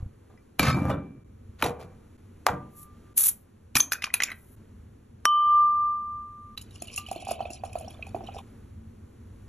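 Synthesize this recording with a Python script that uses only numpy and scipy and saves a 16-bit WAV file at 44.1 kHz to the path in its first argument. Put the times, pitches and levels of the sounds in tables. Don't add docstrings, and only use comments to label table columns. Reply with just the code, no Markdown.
import sys
import numpy as np
from scipy import signal
from scipy.fft import rfft, irfft, next_fast_len
from scipy.io import wavfile

SR = 44100
rng = np.random.default_rng(int(sys.argv[2]) if len(sys.argv) > 2 else 0)


def magnitude_from_level(level_db):
    exponent = np.asarray(level_db, float) / 20
    return 10 ** exponent


def int16_out(signal):
    q = np.round(np.clip(np.atleast_2d(signal).T, -1, 1) * 32767)
    wavfile.write(sys.argv[1], SR, q.astype(np.int16))


N = 418068

EDGES = 20 * 2 ** np.arange(0, 9.9, 1 / 3)
CENTRES = np.sqrt(EDGES[1:] * EDGES[:-1])

CUTS = [
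    1.241,
    2.173,
    3.138,
    4.559,
    6.562,
]
# start_s, rumble_db, air_db
SHOTS = [
    (0, -59, -60),
    (1.241, -53, -59.5),
    (2.171, -54, -60.5),
    (3.137, -55.5, -61),
    (4.557, -51.5, -60),
    (6.563, -47.5, -58),
    (7.95, -44.5, -57.5),
    (8.415, -49, -58),
]
# pitch_hz, density_db (per Hz)
RUMBLE = [(12, -50), (22, -20), (49, -2), (97, 8), (166, -16.5), (226, 0), (300, -30), (660, -120)]
# pitch_hz, density_db (per Hz)
AIR = [(230, -1.5), (450, -9.5), (650, -21), (1260, -20.5), (2500, -28.5), (5000, -36), (9000, -31),
       (12500, -37.5), (13600, -54.5)]
# pitch_hz, level_db
DIFFUSE = [(100, -31), (200, -11.5), (380, -3), (700, 3), (1300, -8), (2400, -11), (6000, -8), (12000, -8)]
# pitch_hz, t60_s
ECHO = [(80, 0.29), (300, .55), (1000, 0.31), (3000, 0.18), (10000, 0.14)]
# pitch_hz, phase_half_turns
PORTS = [(0, 0), (400, -.08), (700, .2), (1300, .05), (3000, .17), (4200, .3), (4600, .45), (4950, 1),
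         (5350, 1.7), (5700, 2), (6200, 2), (7700, 2.6), (8300, 2.92), (9450, 3.02), (9850, 4),
         (10600, 4.2), (11200, 5), (11800, 6), (13200, 6.1), (14500, 7), (22050, 7)]

# start_s, level_db
NUDGES = [
    (.001, -36),
    (.0245, -27),
    (.0575, -31),
    (1.49, -41.5),
]
# start_s, held_s, level_db, heft_db, edge_db
JOLTS = [(0.0, 0.017, -55, -5.5, -10.5), (0.6, .1, -26.5, 2.5, -4), (0.7449, 0.16, -33.5, 4.5, -14.5),
         (.898, 0.021, -32.5, -0.5, -13), (1.592, 0.023, -56, -5.5, 6.5), (2.5, 0.041, -62, -8.5, 2.5),
         (1.64, 0.025, -25.5, -6.5, -5), (2.5, 0.02, -33, 2, -26), (1.8, .03, -44.5, -7.5, -5),
         (1.65, .06, -50.5, -8.5, -13), (0.3, 0.033, -58.5, -5, -12)]
JOLT_RISE_S = 0.018
SETTLE_DB_PER_S = (195, 423, 516.5)
AFTER_DB, AFTER_DB_PER_S = (-13.5, -14.5, -28), (63.5, 93, 202.5)
# start_s, thud_db, knock_db, tick_db
KNOCKS = [
    (0.594, -28, -9.5, -23),
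    (0.63, -24, -16.5, -32.5),
    (0.901, -28, -17.5, -52.5),
    (1.614, -30, -34.5, -50),
    (1.624, -57, -13.5, -29.5),
    (1.641, -63, -29, -38),
]
# start_s, knock_db, clack_db, tick_db
FOOT = [
    (2.466, -6, -21, -18),
    (2.486, -14, -40.5, -52),
]
# pitch_hz, density_db (per Hz)
WOOD = [(60, -12.5), (120, 7), (500, 1.5), (1000, -6), (2000, -17.5), (6000, -36.5), (12000, -31),
        (15500, -36.5)]
# pitch_hz, level_db, t60_s
TABLE = [(91, 1.5, 0.2), (142, -6, 1.2), (527.2, 2, 0.26), (813, -8, 0.27), (1200, -4, 0.63),
         (1632, -17.5, 0.18)]
# pitch_hz, level_db, t60_s
RACK = [(2337, -35, 0.75), (2405, -36, 0.6), (2336, -22, 0.043), (3760, -38, 0.12), (4360, -36.5, 0.083),
        (7194, -39.5, 0.1), (1260, -33, 0.091)]
# start_s, level_db
RINGS = [
    (.596, 6),
    (.635, 0.5),
    (.68, -4.5),
    (.728, -7.5),
    (.902, -20.5),
    (1.755, -31),
]
# pitch_hz, level_db, t60_s
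BOTTLES = [(1123, -1.5, .06), (1294, -1, 0.093), (1520, -3.5, .04), (1770, -5, .06), (2120, -8.5, 0.14),
           (2280, -6, 0.045), (2600, -8.5, .07), (3200, -12, .04), (3720, -11.5, .06), (4320, -12.5, .05),
           (4700, -15.5, .04), (5160, -13, 0.056), (6360, -16, 0.034)]
# pitch_hz, level_db, t60_s
TRAY = [(543, -1, 0.046), (1090, -11, .05), (1325, -7, 0.059), (1520, -17, 0.07), (2880, -27, .04),
        (3555, -21, .03)]
# start_s, rise_s, held_s, level_db, fall_db_per_s
CHATTER = [
    (.631, .008, .018, -28, 300),
    (.668, .02, .035, -27.5, 400),
]
# start_s, rise_s, held_s, level_db, fall_db_per_s
BUZZ = [
    (.8, .08, .085, -35, 900),
    (.902, .003, .035, -24.5, 400),
]
# start_s, level_db, pitch_hz
FLEXES = [(.598, -10, 272), (.901, -19, 585), (1.625, -13, 1000), (1.63, -17.5, 304.6), (1.657, -21, 800),
          (2.466, -12, 1302), (2.472, -20, 800), (2.484, -16, 1000), (2.489, -18.5, 1500),
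          (2.492, -15.5, 850), (2.504, -24.5, 800), (2.515, -27.5, 600), (2.53, -29.5, 330),
          (3.757, -21.5, 270)]
# start_s, level_db, pitch_hz
BLADE = [
    (1.626, -31, 3860),
    (1.639, -19.5, 3880),
    (1.665, -35, 3320),
]

# start_s, level_db, loss_db_per_s, twin_share, beat_peak_s
STRIKES = [
    (2.53, -52.5, 30, 0.86, 2.86),
    (5.256, -1.0, 40.0, 0.17, 5.59),
    (6.98, -41, 219, 0.14, 2.9),
]
BOWL_HZ, BEAT_HZ = 1188.5, 3.45
# start_s, clack_db, ring_db, edge_db
FLICK = [
    (5.254, -9, -34.5, -18.5),
]
# pitch_hz, level_db, t60_s
BOWL = [(3060, -17, 0.41), (3030, -30, 0.25), (2397, -56.5, 0.67), (5630, -2.5, 0.017), (5640, -28.5, 0.11),
        (3833, -45, .17), (1260, -9.5, 0.0053), (7004, -46, .09), (8200, -26.5, 0.072), (9600, -34.5, 0.12),
        (11100, -35.5, .14)]
DUCK_DB, DUCK_RECOVER_S, DUCK_LINGER = 21.0, 0.25, 1.5
DUCK_RUMBLE_SHARE, DUCK_ROOM_SHARE = 0.6, 0.94

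# start_s, rise_s, held_s, level_db, fall_db_per_s
LEAKS = [
    (2.78, .12, .055, -50.5, 699),
    (3.174, .016, .122, -21, 1505),
    (3.176, .005, .006, -27.5, 909),
    (3.299, .01, .01, -46, 232),
    (3.756, .006, .03, -25.5, 414.5),
    (4.25, .01, .3, -64.5, 903.5),
]
# pitch_hz, density_db (per Hz)
GAS = [(300, -30), (2000, -20), (5000, -16.5), (6500, -9), (7700, -3), (9500, 3), (12000, 5), (13500, -11),
       (15500, -17)]
# start_s, clack_db, ring_db, edge_db
BOUNCES = [(3.754, -10.5, -16, -23), (3.766, -19, -14, -27), (3.799, -25.5, -21, -32),
           (3.804, -28, -14.5, -27), (3.92, -18, -21, -24), (3.932, -26.5, -21, -23),
           (4.022, -25.5, -37.5, -39.5), (4.041, -16.5, -21.5, -34), (4.067, -27.5, -54.5, -47.5),
           (4.14, -16, -21, -12), (4.203, -16, -29, -46.5), (4.221, -21.5, -27, -32.5),
           (4.235, -22, -12.5, -26), (4.302, -30, -46, -48.5), (4.317, -26, -56.5, -45)]
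# pitch_hz, density_db (per Hz)
TIN = [(500, -30), (1000, -9), (2500, -4.5), (6300, 5), (8000, -1.5), (10000, 1.5), (13500, -15),
       (15500, -22)]
# pitch_hz, level_db, t60_s
CAP = [(1055, -37.5, 0.05), (800, -26, 0.02), (2500, -21, 0.038), (3050, -17, 0.014), (3950, -21.5, .03),
       (5478, -16, 0.044), (6290, -6.5, 0.033), (7130, -13.5, .04), (10030, -8, .03), (10820, -9, 0.038),
       (12170, -13, 0.034)]
# pitch_hz, level_db, t60_s
NECK = [(131, -18, 0.14), (252, -15.5, 0.068), (1210, -20.5, 0.15)]
# start_s, level_db, pitch_hz
CLACKS = [(3.754, -15.5, 2500), (3.757, -22.5, 1080), (3.764, -19, 2600), (3.801, -24.5, 1050),
          (3.803, -19.5, 3280), (3.92, -15, 1565), (3.933, -23, 1790), (3.955, -31, 1500),
          (4.021, -24, 2080), (4.036, -25, 2600), (4.04, -15, 2510), (4.042, -24.5, 1196),
          (4.066, -37, 1700), (4.075, -32, 1110), (4.103, -32, 2020), (4.14, -14, 2554),
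          (4.143, -31.5, 970), (4.155, -34, 2290), (4.203, -13.5, 2020), (4.222, -14.5, 2130),
          (4.236, -17, 2500), (4.262, -34, 2200), (4.285, -31.5, 2120), (4.303, -29, 2000),
          (4.317, -23.5, 2090)]
# pitch_hz, level_db, t60_s
DISH = [(1550, -3, .03), (1904, -1.5, 0.026), (2245, -1, .04), (2570, -4, .05)]
# start_s, rise_s, held_s, level_db, fall_db_per_s
ROLL = [
    (4.245, .01, .075, -37, 900),
]

# start_s, level_db
STREAM = [
    (6.565, -64.5),
    (6.7, -58),
    (6.97, -49),
    (7.3, -47.5),
    (7.5, -53),
    (8.05, -60),
    (8.3, -55.5),
    (8.39, -41.5),
    (8.415, -67),
]
# start_s, peak_db, pitch_hz, gulp_db
GLUGS = [(6.82, -36.5, 700, -34), (6.979, -43.5, 790, -62), (7.086, -40.5, 760, -58),
         (7.114, -24.5, 765, -38), (7.16, -31.5, 694, -29), (7.225, -37, 760, -60), (7.27, -28.5, 810, -55),
         (7.288, -25.5, 785, -50), (7.312, -20.5, 700, -40), (7.393, -37, 910, -60), (7.405, -22, 758, -50),
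         (7.425, -34, 720, -55), (7.455, -29, 694, -45), (7.504, -36.5, 710, -32.5),
         (7.636, -24.5, 760, -49), (7.652, -36.5, 714, -50), (7.755, -22.5, 700, -42),
         (7.775, -37, 640, -49), (7.809, -37, 740, -48), (7.846, -37, 640, -43), (7.877, -36, 764, -39),
         (7.993, -42.5, 664, -52), (8.069, -40, 833, -58), (8.146, -23.5, 713, -24.5),
         (8.163, -32, 852, -28.5), (8.207, -35, 770, -35.5), (8.237, -37.5, 700, -33),
         (8.287, -32.5, 800, -50), (8.345, -39, 800, -55), (8.365, -35.5, 813, -48),
         (8.387, -37.5, 1066, -55), (8.403, -46, 910, -62)]
# start_s, peak_db, pitch_hz, spray_db
DROPS = [(6.575, -26.5, 3870, -42.5), (6.757, -42.5, 2800, -52.5), (6.612, -43, 2920, -38),
         (6.708, -50, 3760, -54), (6.801, -46, 6140, -58), (6.821, -40.5, 2530, -32.5),
         (6.853, -49, 3030, -59), (6.872, -43, 2850, -45.5), (6.915, -47, 2690, -48),
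         (6.882, -34.5, 2800, -56), (6.961, -45, 6400, -29), (6.977, -20.5, 2684, -28),
         (7.0636, -32, 2910, -43), (7.086, -37, 2520, -52), (7.1135, -55, 2680, -30.5),
         (7.202, -46, 2500, -55), (7.25, -46, 2900, -45.5), (7.29, -41, 2710, -46), (7.393, -44, 2500, -69),
         (7.1606, -41.5, 4220, -49), (7.276, -38, 2500, -43), (7.3084, -37, 2500, -30),
         (7.412, -38, 2960, -74), (7.453, -32.5, 2490, -73), (7.5034, -36.5, 2650, -43),
         (7.6375, -42.5, 2530, -47), (7.534, -51, 2600, -56), (7.554, -51, 2520, -68),
         (7.65, -51, 6400, -44.5), (7.729, -43, 2480, -53), (7.785, -57, 2500, -45),
         (7.846, -46, 3040, -53), (7.905, -44.5, 3200, -64), (7.943, -47, 3440, -64.5),
         (7.7535, -42, 2450, -46), (7.81, -68, 2540, -46), (7.881, -37.5, 5480, -55),
         (8.025, -26, 2470, -96), (8.067, -39, 2460, -43), (8.148, -43, 2460, -50),
         (8.239, -50, 5500, -60.5), (8.265, -46, 3820, -62), (8.272, -34.5, 2970, -70),
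         (8.384, -55.5, 2600, -48)]
# pitch_hz, density_db (per Hz)
SPRAY = [(400, -27), (1200, -4.5), (1900, -68), (2700, 3), (3600, -2.5), (7000, -4.5), (11000, -6.5),
         (15000, -19)]
# pitch_hz, width_hz, level_db
CAVITY = [(700, 81, -12), (800, 220, -3), (2566, 97, 6), (2770, 450, -18), (2950, 56, 2.5)]
# start_s, rise_s, held_s, level_db, fall_db_per_s
FIRST_SPLASH = (1.5, 0.6, .01, -41, 300.5)
# rise_s, held_s, level_db, fall_db_per_s
SURGE = (.006, .035, 6, 250)
POOL_S, POOL_FILLS_S, DRY_DB, SLOSH_DB = 7.5, 0.38, -14, 3
FIZZ_DB, FIZZ_FOLLOWS = -53.5, 0.86
POUR_PAN_DB = -2.0


def at_hz(points, hz):
    points = np.array(points)
    return np.interp(np.log(hz), np.log(points[:, 0]), points[:, 1])


def in_time(rows):
    return np.interp(np.arange(N) / SR, *np.transpose(rows), -200, -200)


def drift(hz, size=N):
    knots = rng.standard_normal(1200)
    return np.interp(np.arange(size) * hz / SR % 1199, np.arange(1200), knots)


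def band(x, order, low_hz, high_hz):
    return signal.sosfilt(signal.butter(order, [low_hz, high_hz], "band", fs=SR, output="sos"), x)


def dull(x, hz):
    return signal.sosfilt(signal.butter(8, hz, fs=SR, output="sos"), x)


def split(x):
    return np.array([band(x + 1e-18, 2, low, high) for low, high in zip(EDGES, EDGES[1:])])


def coloured(spectrum, low_hz, high_hz, x):
    hz = np.fft.rfftfreq(len(x), 1 / SR) + 1
    shaped = rfft(x) * magnitude_from_level(at_hz(spectrum, hz))
    inside = (hz > low_hz) & (hz < high_hz)
    return irfft(shaped, len(x)) * len(x) / np.sqrt(2 * np.sum(np.abs(shaped[inside]) ** 2))


def patches(hz, spread_db, size):
    own = np.repeat([drift(hz, size) for k in range(10)], 3, axis=0)[:len(CENTRES)]
    return magnitude_from_level(spread_db * (own + 0.8 * drift(hz, size)))


def swell(s, rise_s, held_s, db, fall_db_per_s):
    out, first = np.zeros(N), max(int((s - 0.2) * SR), 0)
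    t = np.arange(first, first + SR) / SR - s
    climb = np.maximum(-40 * t / rise_s, 0)
    fall = np.maximum(fall_db_per_s * (t - held_s), 0)
    out[first:first + SR] = magnitude_from_level(db - climb - fall)
    return out


def grit(per_s, spread_db):
    hits = (rng.random(N) < per_s / SR) * rng.standard_normal(N)
    return hits * magnitude_from_level(spread_db * np.minimum(rng.exponential(1, N), 4))


def ring(clicks, hz, t60):
    r, w = magnitude_from_level(-60 / (t60 * SR)), 2 * np.pi * hz / SR
    return signal.lfilter([0, np.sin(w)], [1, -2 * r * np.cos(w), r * r], clicks + 1e-18)


def struck(rows, modes, db, scatter_db):
    rows, out = np.array(rows), np.zeros(N)
    at = (rows[:, 0] * SR).astype(int)
    luck = rng.standard_normal((len(rows), len(modes)))
    for (hz, mode_db, t60), chance in zip(modes, luck.T):
        clicks = np.zeros(N)
        clicks[at] = magnitude_from_level(rows[:, 1] + mode_db + db + scatter_db * chance)
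        out += ring(clicks, hz, t60)
    return out


def cracks(rows, spectrum, marks_hz, snap_db, tail_db, low_ms, high_ms, lumpy_db):
    out, size, half = np.zeros(N), 4500, 200
    t = np.arange(size)[None, :] / SR
    burst = split(rng.standard_normal((len(rows), size)))
    t60 = np.geomspace(low_ms, high_ms, len(CENTRES))[:, None] / 1000
    dying = magnitude_from_level(-60 * t / t60)
    hz = np.fft.rfftfreq(2 * half, 1 / SR) + 1
    push_pull = 1j / (1 + (450 / hz) ** 2) / (1 + (hz / 9000) ** 2)
    for k, (s, *levels) in enumerate(rows):
        correction = list(zip(marks_hz, at_hz(spectrum, marks_hz) - levels))
        colour = at_hz(spectrum, CENTRES) - at_hz(correction, CENTRES)
        at = int(s * SR)
        tail = magnitude_from_level(colour + tail_db) @ (patches(230, lumpy_db, size) * burst[:, k] * dying)
        out[at:at + size] += tail
        out[at - 2 * half:at] += magnitude_from_level(-17) * tail[2 * half:0:-1] * np.linspace(0, 1, 2 * half)
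        pulse = irfft(push_pull * magnitude_from_level(snap_db + at_hz(list(zip(CENTRES, colour)), hz)))
        out[at - half + 40:at + half + 40] += np.roll(pulse, half) * np.hanning(2 * half)
    return out


def bubbles(rows, t60, rise, onset_ms):
    out, t = np.zeros(N), np.arange(3000) / SR
    for s, db, hz in rows:
        tone = np.sin(2 * np.pi * hz * t * (1 + rise * t / t60))
        shape = magnitude_from_level(db - 60 * t / t60) * (1 - np.exp(-t * 1000 / onset_ms))
        out[int(s * SR):int(s * SR) + len(t)] += tone * shape
    return out


def rattle(modes, rows, per_s):
    size = 5 * SR
    gain = sum(swell(*row) for row in rows)[:size]
    hits = (rng.random(size) < per_s / SR) * magnitude_from_level(3.3 * np.minimum(rng.exponential(1, size), 4))
    hits = hits / hits.std() * gain
    out = sum(magnitude_from_level(db - 27.5) * ring(hits * rng.standard_normal(size), hz, t60) for hz, db, t60 in modes)
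    return np.pad(out, (0, N - size))


def ducking():
    t = np.arange(N) / SR - FLICK[0][0]
    return -DUCK_DB * np.exp(-np.abs(t / DUCK_RECOVER_S) ** DUCK_LINGER) * (t > 0)


def room_gains():
    s, *levels = np.transpose(SHOTS)
    shot = np.searchsorted(s, np.arange(N) / SR, "right") - 1
    sinking = [[DUCK_RUMBLE_SHARE], [DUCK_ROOM_SHARE]] * ducking()
    return magnitude_from_level(np.array(levels)[:, shot] + sinking)


def room_tone(rumble, air):
    tone = rumble * magnitude_from_level(2 * drift(4.4)) * coloured(RUMBLE, 30, 300, rng.standard_normal(N))
    return tone + air * magnitude_from_level(2.0 * drift(3.3)) * coloured(AIR, 160, 720, rng.standard_normal(N))


def shaking_gain(k):
    gain = np.zeros(N)
    for s, held_s, db, heft, edge in JOLTS:
        part_db = db + (heft, 0, edge)[k]
        gain += swell(s, JOLT_RISE_S, held_s, part_db, SETTLE_DB_PER_S[k])
        gain += swell(s, JOLT_RISE_S, held_s, part_db + AFTER_DB[k], AFTER_DB_PER_S[k])
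    return gain


def table_shaking():
    contacts = grit(1500, spread_db=2.0)
    booming = sum(magnitude_from_level(db) * ring(contacts, hz, min(t60, 0.25)) for hz, db, t60 in TABLE)
    jingle = sum(ring(grit(300, spread_db=1), hz, 0.04) / hz ** 0.7 for hz in np.geomspace(1100, 7500, 16))
    body = coloured(WOOD, 330, 670, contacts)
    body += magnitude_from_level(-1.5) * booming / booming.std() + magnitude_from_level(-12.5) * jingle / jingle.std()
    shaking = np.zeros(N)
    for k, (low_hz, high_hz) in enumerate([(60, 330), (300, 2900), (2000, 22000)]):
        part = band(body, 2, low_hz, high_hz)
        shaking += shaking_gain(k) * part / part.std()
    return dull(shaking, 11800)


def table_blows():
    nudges = dull(struck(NUDGES, [(70.03, -6, 0.11), (98, 2, 0.089)], 0, scatter_db=0), 300)
    tink = struck([(0.376, -58)], [(2000, 3, 0.05), (2340, -6, 0.1), (5200, -8, 0.04)], 0, scatter_db=0)
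    blows = cracks(KNOCKS, WOOD, [130, 700, 5000], 28, 10.5, low_ms=81, high_ms=33, lumpy_db=5.0)
    foot = [(100, -25), (600, 3), (1500, -0.5), (3000, -8), (15500, -8)]  # pitch_hz, density_db
    blows += cracks(FOOT, foot, [1200, 3200, 9000], 29, 5.0, low_ms=130, high_ms=22, lumpy_db=4.0)
    wires = struck(RINGS[:-1], RACK[2:], 0, scatter_db=2.0)
    wires += struck(RINGS[3:], RACK[:2], 0, scatter_db=1.0)
    return nudges + tink + dull(blows, 13000) + wires


def rack_rattle():
    return rattle(BOTTLES, CHATTER, 500) + rattle(TRAY, BUZZ, 280)


def table_flexes():
    return bubbles(FLEXES, 0.031, rise=-0.26, onset_ms=0.8)


def cleaver():
    return bubbles(BLADE, 0.02, rise=-0.03, onset_ms=0.5)


def singing():
    t, level = np.arange(N) / SR, 0
    for s, db, loss_db, share, peak_s in STRIKES:
        end = min([c for c in CUTS if c > s] + [N / SR])
        beat = np.abs(1 + share * np.exp(2j * np.pi * BEAT_HZ * (t - peak_s)))
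        level = level + magnitude_from_level(db - loss_db * np.abs(t - s)) * beat * (t > s) * (t < end)
    return np.sqrt(2) * level * magnitude_from_level(ducking()) * np.sin(2 * np.pi * BOWL_HZ * t)


def glass():
    tick = cracks(FLICK, TIN, [1200, 5600, 11000], 34, 2.5, low_ms=110, high_ms=30, lumpy_db=4.0)
    upper = struck([(FLICK[0][0], -9)], BOWL, 0, scatter_db=0)
    return singing() + tick + upper * magnitude_from_level(ducking() + DUCK_DB)


def gas_leaks():
    gas = coloured(GAS, 8300, 13000, rng.standard_normal(N) * magnitude_from_level(2.3 * drift(300)))
    return sum(swell(*row) for row in LEAKS) * gas


def cap():
    hits = cracks(BOUNCES, TIN, [1800, 6300, 11000], 18.5, 3.7, low_ms=60, high_ms=40, lumpy_db=6.0)
    hits = signal.sosfilt(signal.butter(2, 700, "high", fs=SR, output="sos"), dull(hits, 15000))
    rows = np.array(BOUNCES)
    clinks = struck(rows[:, [0, 1]], CAP[:5], 0.9, scatter_db=7)
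    clinks += struck(rows[:, [0, 2]], CAP[5:8], 0.51, scatter_db=4)
    clinks += struck(rows[:, [0, 3]], CAP[8:], 4.1, scatter_db=0.0)
    free_modes = [(6038, -24, 0.15), (6250, -22, 0.2), (6450, -21, 0.25), (10950, -23.0, 0.09)]
    free = struck([(BOUNCES[3][0], -12)], free_modes, 0, scatter_db=3.0)
    free += struck([(3.95, -43)], [(2500, 1, 0.3)], 0, scatter_db=1)
    return hits + clinks + free + struck(BOUNCES[:1], NECK, -3.5, scatter_db=3.0)


def cap_landings():
    notes = magnitude_from_level(2) * bubbles(CLACKS, 0.016, rise=-0.04, onset_ms=0.3)
    shriek = swell(3.806, rise_s=0.012, held_s=0.004, db=-11, fall_db_per_s=2500)
    shriek *= np.sin(2 * np.pi * 6300 * np.arange(N) / SR)
    return notes + shriek + rattle(DISH, ROLL, 400)


def stream_gains():
    flow_db, t = in_time(STREAM), np.arange(N) / SR
    dry = 1 / (1 + np.exp(np.clip((t - POOL_S) / POOL_FILLS_S * 2, -50, 50)))
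    fizz_db = FIZZ_DB + FIZZ_FOLLOWS * (flow_db - np.max(flow_db))
    surges = 1 + sum(swell(row[0], *SURGE) for row in DROPS)
    slosh = magnitude_from_level(flow_db + SLOSH_DB + DRY_DB * dry)
    return slosh, magnitude_from_level(flow_db) * surges, magnitude_from_level(fizz_db) * surges + swell(*FIRST_SPLASH)


def swarm(low_hz, high_hz, count):
    when, size, pitch = rng.random((count, 3)).T
    start_s = STREAM[0][0] + when * (STREAM[-1][0] - STREAM[0][0])
    return np.transpose([start_s, -14 * size, low_hz * (high_hz / low_hz) ** pitch])


def cavity(x, modes):
    y = sum(magnitude_from_level(db) * width * ring(x, hz, 1.1 / width) for hz, width, db in modes)
    y = band(y, 3, 2250, 3400)
    return y / y.std()


def glugging(slosh):
    glugs = bubbles(np.array(GLUGS)[:, :3] * [1, 1, 0.93] + [0, 7, 0], 0.024, rise=0.12, onset_ms=1.08)
    glugs += magnitude_from_level(9.5) * slosh * bubbles(swarm(400, 1500, count=110), 0.036, rise=0.24, onset_ms=0.4)
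    gulps = bubbles(np.array(GLUGS)[:, [0, 3, 2]] * [1, 1, 0.45], 0.04, rise=0.25, onset_ms=2.4)
    hum = sum(magnitude_from_level(db - 42.5) * ring(glugs, hz, 0.072) for hz, width, db in CAVITY[:2])
    loud = [(s, db - 5.5, db - 22.0, db - 46) for s, db, hz, gulp in GLUGS if db > -37]
    slaps = cracks(loud, SPRAY, [380, 1300, 6000], 24, 3.0, low_ms=98, high_ms=50, lumpy_db=6.5)
    return glugs + gulps + hum, slaps


def dripping(trickle):
    drops = bubbles(np.array(DROPS)[:, :3] + [0, 7, 0], 0.023, rise=0.06, onset_ms=2.5)
    drops += magnitude_from_level(-9.5) * trickle * bubbles(swarm(2280, 4600, count=420), 0.031, rise=0.015, onset_ms=1.0)
    rows = [(s, db - 31.0, db - 14.5, spray_db) for s, db, hz, spray_db in DROPS]
    spray = cracks(rows, SPRAY, [1300, 2700, 8500], 18.0, 6.75, low_ms=160, high_ms=87, lumpy_db=4.5)
    return drops, spray


def streaming(trickle, fizz):
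    patchy = magnitude_from_level(7.0 * np.tanh(2 * drift(70)) - 24.0)
    stream = trickle * patchy * cavity(grit(2500, spread_db=2.5), CAVITY[2:])
    start, size = int(STREAM[0][0] * SR), 84000
    foam = split(coloured(SPRAY, 3800, 12000, grit(4000, spread_db=3.0))[:size])
    foam = foam * (CENTRES > 1000)[:, None] * patches(32, 7.7, size)
    stream[start:start + size] += fizz[start:start + size] * np.sum(foam, axis=0) * magnitude_from_level(-13.5)
    return stream


def pour():
    slosh, trickle, fizz = stream_gains()
    glugs, slaps = glugging(slosh)
    drops, spray = dripping(trickle)
    noisy = dull(slaps + spray + streaming(trickle, fizz), 11330)
    return (glugs + drops + noisy) * (np.arange(N) < STREAM[-1][0] * SR)


def echo(x):
    t = np.arange(24000) / SR
    dying = magnitude_from_level(-60 * t / at_hz(ECHO, CENTRES)[:, None])
    tail = np.sum(split(rng.standard_normal(len(t))) * dying, axis=0)
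    tail = tail * np.minimum(t / 0.017, 1) / np.sqrt(np.sum(tail ** 2))
    return signal.fftconvolve(x, tail)[:N]


def ports(x):
    size = next_fast_len(N + 4096)
    half_turns = np.interp(np.fft.rfftfreq(size, 1 / SR), *np.transpose(PORTS))
    turn = np.exp(0.5j * np.pi * half_turns)
    spectrum = rfft(x, size)
    return np.array([irfft(spectrum * turn, size), irfft(spectrum / turn, size)])[:, :N]


def scene():
    rumble, air = room_gains()
    tone = room_tone(rumble, air)
    on_table = table_shaking() + table_blows() + rack_rattle() + table_flexes() + cleaver()
    ringing = glass()
    opening = gas_leaks() + cap() + cap_landings()
    beer = pour()
    things = on_table + opening + beer
    heard = np.arange(N) < STREAM[-1][0] * SR
    unlike = air * coloured(AIR, 180, 480, rng.standard_normal(N)) + magnitude_from_level(-15.5) * echo(things) * heard
    unlike = irfft(rfft(unlike) * magnitude_from_level(at_hz(DIFFUSE, np.fft.rfftfreq(N, 1 / SR) + 1)), N)
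    unlike += (magnitude_from_level(POUR_PAN_DB) - 1) * beer
    alike = things + magnitude_from_level(-11.5) * echo(things) * heard + ringing + tone
    return ports(alike) + unlike * [[1], [-1]]


def roll_off(x):
    return signal.sosfilt(signal.butter(12, 15630, fs=SR, output="sos"), x)


def record(dry):
    t = np.arange(N) / SR
    to_cut_s = np.min([np.abs(t - s) for s in CUTS], axis=0)
    fade = np.clip(to_cut_s / 0.0067, 0.02, 1)
    held = dry / (1 + np.abs(dry / 0.85) ** 6) ** (1 / 6)
    return roll_off(held * fade)


dry = scene()
out = record(dry)
int16_out(out)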